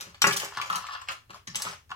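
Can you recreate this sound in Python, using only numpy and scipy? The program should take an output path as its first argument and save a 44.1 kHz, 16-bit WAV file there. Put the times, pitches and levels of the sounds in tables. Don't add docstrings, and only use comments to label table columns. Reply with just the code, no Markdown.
import sys
import numpy as np
from scipy import signal
from scipy.fft import rfft, irfft, next_fast_len
from scipy.io import wavfile
from scipy.ndimage import map_coordinates

SR = 44100
rng = np.random.default_rng(int(sys.argv[2]) if len(sys.argv) > 2 else 0)


def inscribe(sig):
    pcm = np.round(np.clip(np.atleast_2d(sig).T, -1, 1) * 32767)
    wavfile.write(sys.argv[1], SR, pcm.astype(np.int16))


def voltage_ratio(level):
    return 10 ** (np.asarray(level, float) / 20)


N = 85995
SCATTER_DB = 1.5


def unit(x):
    return x / np.sqrt(np.mean(x ** 2) + 1e-20)


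def along(points, hz):
    point_hz, value = np.transpose(points)
    return np.interp(np.log(hz + 1), np.log(point_hz + 1), value)


def filtered(x, response):
    size = next_fast_len(x.shape[-1] + 8192)
    spectrum = rfft(x, size) * response(np.fft.rfftfreq(size, 1 / SR))
    return irfft(spectrum, size)[..., :x.shape[-1]]


def body(peaks):
    def response(f):
        total = 0
        for k, (hz, width_hz, db) in enumerate(peaks):
            damping = 1j * f * width_hz
            total = total + (-1) ** k * voltage_ratio(db) * damping / (hz * hz - f * f + damping)
        return total
    return response


def hollow_cut(f, corner_hz):
    return (1j * f / (corner_hz + 1j * f)) ** 2


def add(track, start_s, sound):
    part = track[max(round(start_s * SR), 0):][:len(sound)]
    part += sound[:len(part)]


# pitch_hz, level_db_per_hz
AIR_TONE = [(20, -15.5), (50, -4), (105, 2.5), (170, -16), (350, -22.5), (1100, -28), (5000, -37.5),
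            (16000, -36)]


def air():
    middle, side = filtered(rng.standard_normal((2, N)), lambda f: voltage_ratio(along(AIR_TONE, f)))
    side = filtered(side, lambda f: (f + 30) / (f + 300))
    return voltage_ratio(-62) * unit(np.array([middle + side, middle - side]))


# pitch_hz, t60_s
ROOM_DECAY = [(150, .22), (1000, .26), (4000, .28), (12000, .22)]
# delay_s, level_db
WALLS = [(.0035, -8), (.007, -7), (.011, -13)]


def room(x):
    tail_db, spacing_s, hop, lead = -3, .0004, 4096, 64
    out = np.zeros((2, N + SR))
    padded = np.pad(x, (hop, 2 * hop))
    for start in range(0, N + hop, hop):
        hz, t, z = signal.stft(rng.standard_normal((2, SR // 2)), SR, nperseg=256)
        z[1] = np.where(hz[:, None] < 400, z[0], z[1])
        decay = voltage_ratio(-60 * t / along(ROOM_DECAY, hz)[:, None])
        tail = signal.istft(z * decay, SR, nperseg=256)[1]
        tail = voltage_ratio(tail_db) * tail / np.linalg.norm(tail[0])
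        response = np.pad(tail, ((0, 0), (lead + 200, 0)))
        for delay_s, db in [(0.000028, 0.0079)] + WALLS:
            lag = spacing_s * rng.uniform(-1, 1) * SR * np.array([-.5, .5])
            response[[0, 1], np.round(lead + delay_s * SR + lag).astype(int)] += voltage_ratio(db)
        piece = padded[start:start + 2 * hop] * signal.get_window("hann", 2 * hop)
        wet = signal.fftconvolve(piece[None], response, axes=1)
        out[:, start:start + wet.shape[1]] += wet
    return out[:, hop + lead:hop + lead + N]


# start_s, level_db, hollow_db
TUMBLE = [(0, -47.5, -5), (0.198, -72.5, -1), (.25, -72, 0), (0.423, -38, -13), (.5, -52.5, -5),
          (0.561, -53, 5.5), (.78, -43.5, -14), (.83, -59, 8.5), (0.958, -58.5, 12.5), (1.057, -64.5, 2),
          (1.116, -42, -14), (1.222, -100.5, -23.5), (1.358, -51, -10), (1.449, -99, 10),
          (1.539, -56.5, -4), (1.582, -44.5, -3.5), (1.723, -45, -7), (1.822, -86.5, -12), ]
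# pitch_hz, level_db_per_hz
CHATTER = [(200, -40), (450, -12), (800, -8), (2200, -6.5), (4220, -17), (5870, -13), (13800, -34.5),
           (16000, -37)]
# pitch_hz, level_db, t60_s
STEEL_IN_POT = [(3070, -8, .025), (4880, -6, .028), (5710, -3, .032), (6080, -4, .022), (6730, -1, .014),
                (7710, -7, .032), (8590, -11, .018), (10020, -12, .015), (11490, -10, .015),
                (13010, -13, .018), (14600, -16, .012)]
# pitch_hz, level_db, t60_s
STEEL_ON_TABLE = [(5210, -7, .025), (5830, -2, .025), (6345, -2, .065), (7640, -12, .07), (7725, -10, .08),
                  (8660, -13, .035), (10830, -11, .025), (11960, -13, .03), (14050, -18, .025)]
# pitch_hz, width_hz, level_db
POT_WALL = [(735, 91, -17), (1028.6, 79, -2), (1130.3, 101, -2), (1307, 70, 0.5), (1403, 120, -5.5),
            (1740, 160, -6.5), (2763, 190, -6), (3290, 330, -10.5), (4120, 290, -12), (5020, 520, -12)]


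def tumble():
    contacts_per_s, size_db, grain_t60_s = 760, 3, .0015
    jingle_db, spilled_s, tumble_db = -8, 1.5, 1
    start_s, level_db, hollow_db = np.transpose(TUMBLE)
    t = np.arange(N) / SR
    size = voltage_ratio(size_db * np.minimum(rng.exponential(size=N), 3))
    taps = (rng.random(N) < contacts_per_s / SR) * size
    grains = signal.fftconvolve(taps, voltage_ratio(-60 * t[:2000] / grain_t60_s))[:N] * rng.standard_normal(N)
    bare = unit(filtered(grains, lambda f: voltage_ratio(along(CHATTER, f))))
    jingles = []
    for modes in (STEEL_IN_POT, STEEL_ON_TABLE):
        peaks = [(hz, np.log(1000) / np.pi / t60_s, db) for hz, db, t60_s in modes]
        jingles.append(unit(filtered(grains, body(peaks))))
    hollow = unit(filtered(taps, lambda f: body(POT_WALL)(f) * hollow_cut(f, 700)))
    hollow_gain = voltage_ratio(np.interp(t, start_s, hollow_db))
    metal = voltage_ratio(jingle_db) * np.where(t < spilled_s, *jingles) / (1 + hollow_gain)
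    level = voltage_ratio(np.interp(t, start_s, level_db) + tumble_db)
    return level * (bare + metal + hollow_gain * hollow)


# start_s, level_db, upper_modes_db
THUDS = [(.02, -42, 0.5), (0.069, -38, -2), (0.238, -19.5, 2), (.268, -17, 4.5), (0.339, -29.5, 8),
         (0.431, -36, 9.5), (0.57, -36, -0.5), (0.699, -33.5, -5), (0.752, -36.5, -5.5),
         (1.085, -44.5, 2.5), (1.297, -39.5, 1.5), (1.478, -29.5, -14), (1.556, -37, -17),
         (1.656, -32.5, -1.5), (1.904, -43.5, -1.5)]
# pitch_hz, width_hz, level_db
TABLE_TOP = [(124.8, 10.9, -1), (172.7, 11.6, -3.5), (206.5, 23.2, -5.5), (331, 14.7, -8.5),
             (401.4, 8.6, 2.5), (561, 34, -8.5), (840, 25, -23)]


def table():
    thud_db, softness_hz = 44, 453
    low, high = np.zeros((2, N))
    for start_s, db, upper_db in THUDS:
        i = round(start_s * SR)
        low[i] = voltage_ratio(db + thud_db)
        high[i] = voltage_ratio(db + thud_db + upper_db)
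    rung = filtered(low, body(TABLE_TOP[:3])) + filtered(high, body(TABLE_TOP[3:]))
    return filtered(rung, lambda f: 1 / (1 + 1j * f / softness_hz) ** 2)


def pot(blows, peaks):
    skid_t60_s, skid_db, knock_db = .011, -18.5, -3
    out, t = np.zeros(N), np.arange(4096) / SR
    for start_s, db, hard_oct in blows:
        edge_hz = 2000 * 2 ** hard_oct
        skid = voltage_ratio(skid_db - 60 * t / skid_t60_s) * rng.standard_normal(len(t))
        blow = (t == 0) + skid
        spot = np.array(peaks) + np.outer(rng.standard_normal(len(peaks)), [0, 0, SCATTER_DB])
        ring = body(spot)
        knock = filtered(blow, lambda f: ring(f) * hollow_cut(f, 600) / (1 + 1j * f / edge_hz) ** 2)
        add(out, start_s, voltage_ratio(db + knock_db) * knock / abs(knock).max())
    return out


# start_s, peak_db, hardness_oct (re 2 kHz)
KNOCKS = [(.522, -30.5, 0.047), (.537, -39, -.3), (.565, -37, -0.43), (.572, -18.5, -0.46),
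          (.585, -21, -0.025), (.597, -18, -0.55), (.621, -23, -0.1), (.633, -29.5, -0.2),
          (.646, -29, -0.52), (.665, -36, -0.42), (.6995, -12, -0.36), (.715, -26, -0.1),
          (.729, -16.5, -.2), (.749, -18.5, -0.097), (.759, -22, -0.096), (.768, -20.5, -0.48),
          (.775, -23, 0.21), (.783, -25, -.3), (.807, -27, -0.16), (.84, -26.5, -0.78), (.851, -30, -0.54),
          (.869, -34, 0.0022), (.886, -22.5, 0.31), (.893, -30, -0.16), (.908, -27, -0.17),
          (.935, -27, -0.029), (.95, -22.5, 0.017), (.973, -42, -.3), (.982, -35, -.1),
          (1.016, -30.5, -0.47), (1.029, -41, -0.21), (1.075, -30.5, -0.18), (1.0855, -18.5, -0.31),
          (1.092, -18.5, 0.01), (1.102, -23, -0.53), (1.13, -41, -0.32), (1.296, -38, -0.11),
          (1.305, -34, 0.28), (1.333, -34, -0.26), (1.343, -30, -0.0047), (1.555, -28.5, -.1),
          (1.6, -30, 0.021), (1.666, -23, -0.14), (1.895, -42.5, -.4), (1.903, -33, -0.35),
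          (1.909, -36.5, -0.24), (1.916, -20, -0.77), (1.93, -40, -.3)]


def knocks():
    bounce_db, bounce_s = -9, .00022
    direct = pot(KNOCKS, POT_WALL)
    return filtered(direct, lambda f: 1 + voltage_ratio(bounce_db) * np.exp(-2j * np.pi * f * bounce_s))


# start_s, peak_db, hardness_oct (re 2 kHz)
DROPS = [(0.219, -15.5, 0.69), (0.2412, -1.5, 0.74), (0.2468, -6, 0.2), (.254, -13, .2),
         (0.2655, -6.5, 0.4), (.274, -12.5, .3), (0.281, -13, 0.3), (0.291, -10, 0.3), (.298, -34, .1),
         (.305, -25, .1), (0.3105, -13, 0.36), (.317, -19, .2), (0.333, -25, 0.4), (0.36, -18.5, 0.5)]
# pitch_hz, width_hz, level_db
POT_FLOOR = [(764, 80, -5.5), (1133, 133, -3), (1355, 92, -1), (1677, 98, -2), (1954, 59, -0.5),
             (2380, 270, -6.5), (2733, 160, -7.5), (2905, 130, -10.5)]


def drops():
    return pot(DROPS, POT_FLOOR)


def steel(hits, modes):
    ring_max_s, pitch_spread, fuzz, fuzz_hz = .1, .003, .9, 170
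    crack_oct, crack_t60_s, rise_s = 1.02, .021, .0004
    out, t = np.zeros(N), np.arange(SR // 3) / SR
    hz, level_db, t60_s = np.transpose(modes)[:, :, None]
    fuzz_at = np.meshgrid(np.arange(len(modes)), t * fuzz_hz, indexing="ij")
    for start_s, db, centre_oct, ring_db in hits:
        level_luck, pitch_luck = rng.standard_normal((2, len(modes), 1))
        decay_db = -60 * t / np.clip(t60_s, .01, ring_max_s)
        ring = voltage_ratio(level_db + SCATTER_DB * level_luck + decay_db)
        ring = ring * np.sin(2 * np.pi * hz * (1 + pitch_spread * pitch_luck) * t)
        ring = ring * (1 + fuzz * map_coordinates(rng.standard_normal((len(modes), 60)), fuzz_at, order=1))
        hiss = unit(filtered(rng.standard_normal(len(t)), lambda f: np.exp(
            -((np.log2((f + 1) / 4000) - centre_oct) / crack_oct) ** 2 / 2)))
        crack = hiss * voltage_ratio(-60 * t / crack_t60_s)
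        rise = 1 - np.exp(-t / rise_s)
        add(out, start_s, voltage_ratio(db - 5) * (voltage_ratio(ring_db) * ring.sum(0) + crack) * rise)
    return out


# start_s, peak_db, crack_centre_oct (re 4 kHz), ring_db
RIM_HITS = [
    (1.4715, -41, -0.33, 1),
    (1.474, -26.5, -0.45, -5),
    (1.483, -40, -.6, -7),
    (1.491, -40, -1.2, -11),
    (1.5, -43, -0.62, 3.5),
    (1.515, -45, -0.88, -2),
]
# pitch_hz, level_db, t60_s
RIM_MODES = [(1105, -7, .025), (1790, -3, .04), (2985, -7, .02), (3855, -5, .016), (4870, 0, .032),
             (5515, -3, .025), (6140, 0, .02), (6735, -8, .015)]


def rim_hits():
    return steel(RIM_HITS, RIM_MODES)


# start_s, peak_db, crack_centre_oct (re 4 kHz), ring_db
SPILLS = [
    (1.547, -20.5, -0.99, -18),
    (1.5557, -16, 0.046, -3.5),
    (1.600, -29.5, 0.38, -27),
    (1.6202, -14, 0.2, -5),
    (1.650, -28.5, -0.49, -25),
    (1.686, -32.5, -0.44, -4),
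    (1.711, -29.5, -0.51, -7),
]


def spills():
    return steel(SPILLS, STEEL_ON_TABLE)


# start_s, peak_db, crack_centre_oct (re 4 kHz), ring_db
CLINKS = [(.0088, -21, -0.13, -17.5), (.025, -28.5, -0.28, -55), (.037, -61, -0.66, -18),
          (.145, -30.5, -1.1, -39), (.2145, -40, 0.017, -19), (.2182, -5, -0.25, -6.5),
          (.223, -13.5, -0.62, -3), (.2305, -21.5, .2, -11), (.2703, -13.5, 0.44, -1.5),
          (.277, -18.5, -0.5, -8), (.3092, -15, -0.6, -24), (.325, -17, 0.11, -2.5),
          (.331, -16.5, 0.14, -2.5), (.365, -20, 1.2, -1.5), (.3695, -16.5, 0.2, -8.5),
          (.393, -27.5, 0.6, -5.5), (.399, -20, 0.1, 0), (.446, -25, 0.43, -2), (.5716, -24, -0.67, -16),
          (.6145, -14.5, -0.82, -18), (.6714, -50, 0.16, 7), (.7003, -24.5, -0.092, -16),
          (.7255, -26, -0.024, -32.5), (.7565, -17.5, 0.46, -18), (.8674, -25, -0.87, -10.5),
          (.9348, -38, -0.58, -6), (1.016, -37.5, -1.2, -4), (1.0864, -18.5, -0.9, -54),
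          (1.119, -28, -0.063, -33), (1.3042, -34, -0.63, -24), (1.344, -35, -0.53, -46),
          (1.351, -49.5, -0.94, -31.5), (1.893, -46, -0.43, -29), (1.904, -36, -0.58, -26),
          (1.913, -34.5, -0.74, -17)]


def clinks():
    return steel(CLINKS, STEEL_IN_POT)


def scene():
    left_db = 0.97
    metal = clinks() + spills() + rim_hits()
    plastic = knocks() + drops()
    contacts = metal + plastic + tumble() + table()
    return room(contacts) * voltage_ratio([[left_db], [-left_db]]) + air()


def top_cut(x):
    return signal.sosfilt(signal.butter(12, 16490, fs=SR, output="sos"), x)


def record(dry):
    mix = filtered(dry, lambda f: f < 16200)
    return top_cut(mix)


dry = scene()
out = record(dry)
inscribe(out)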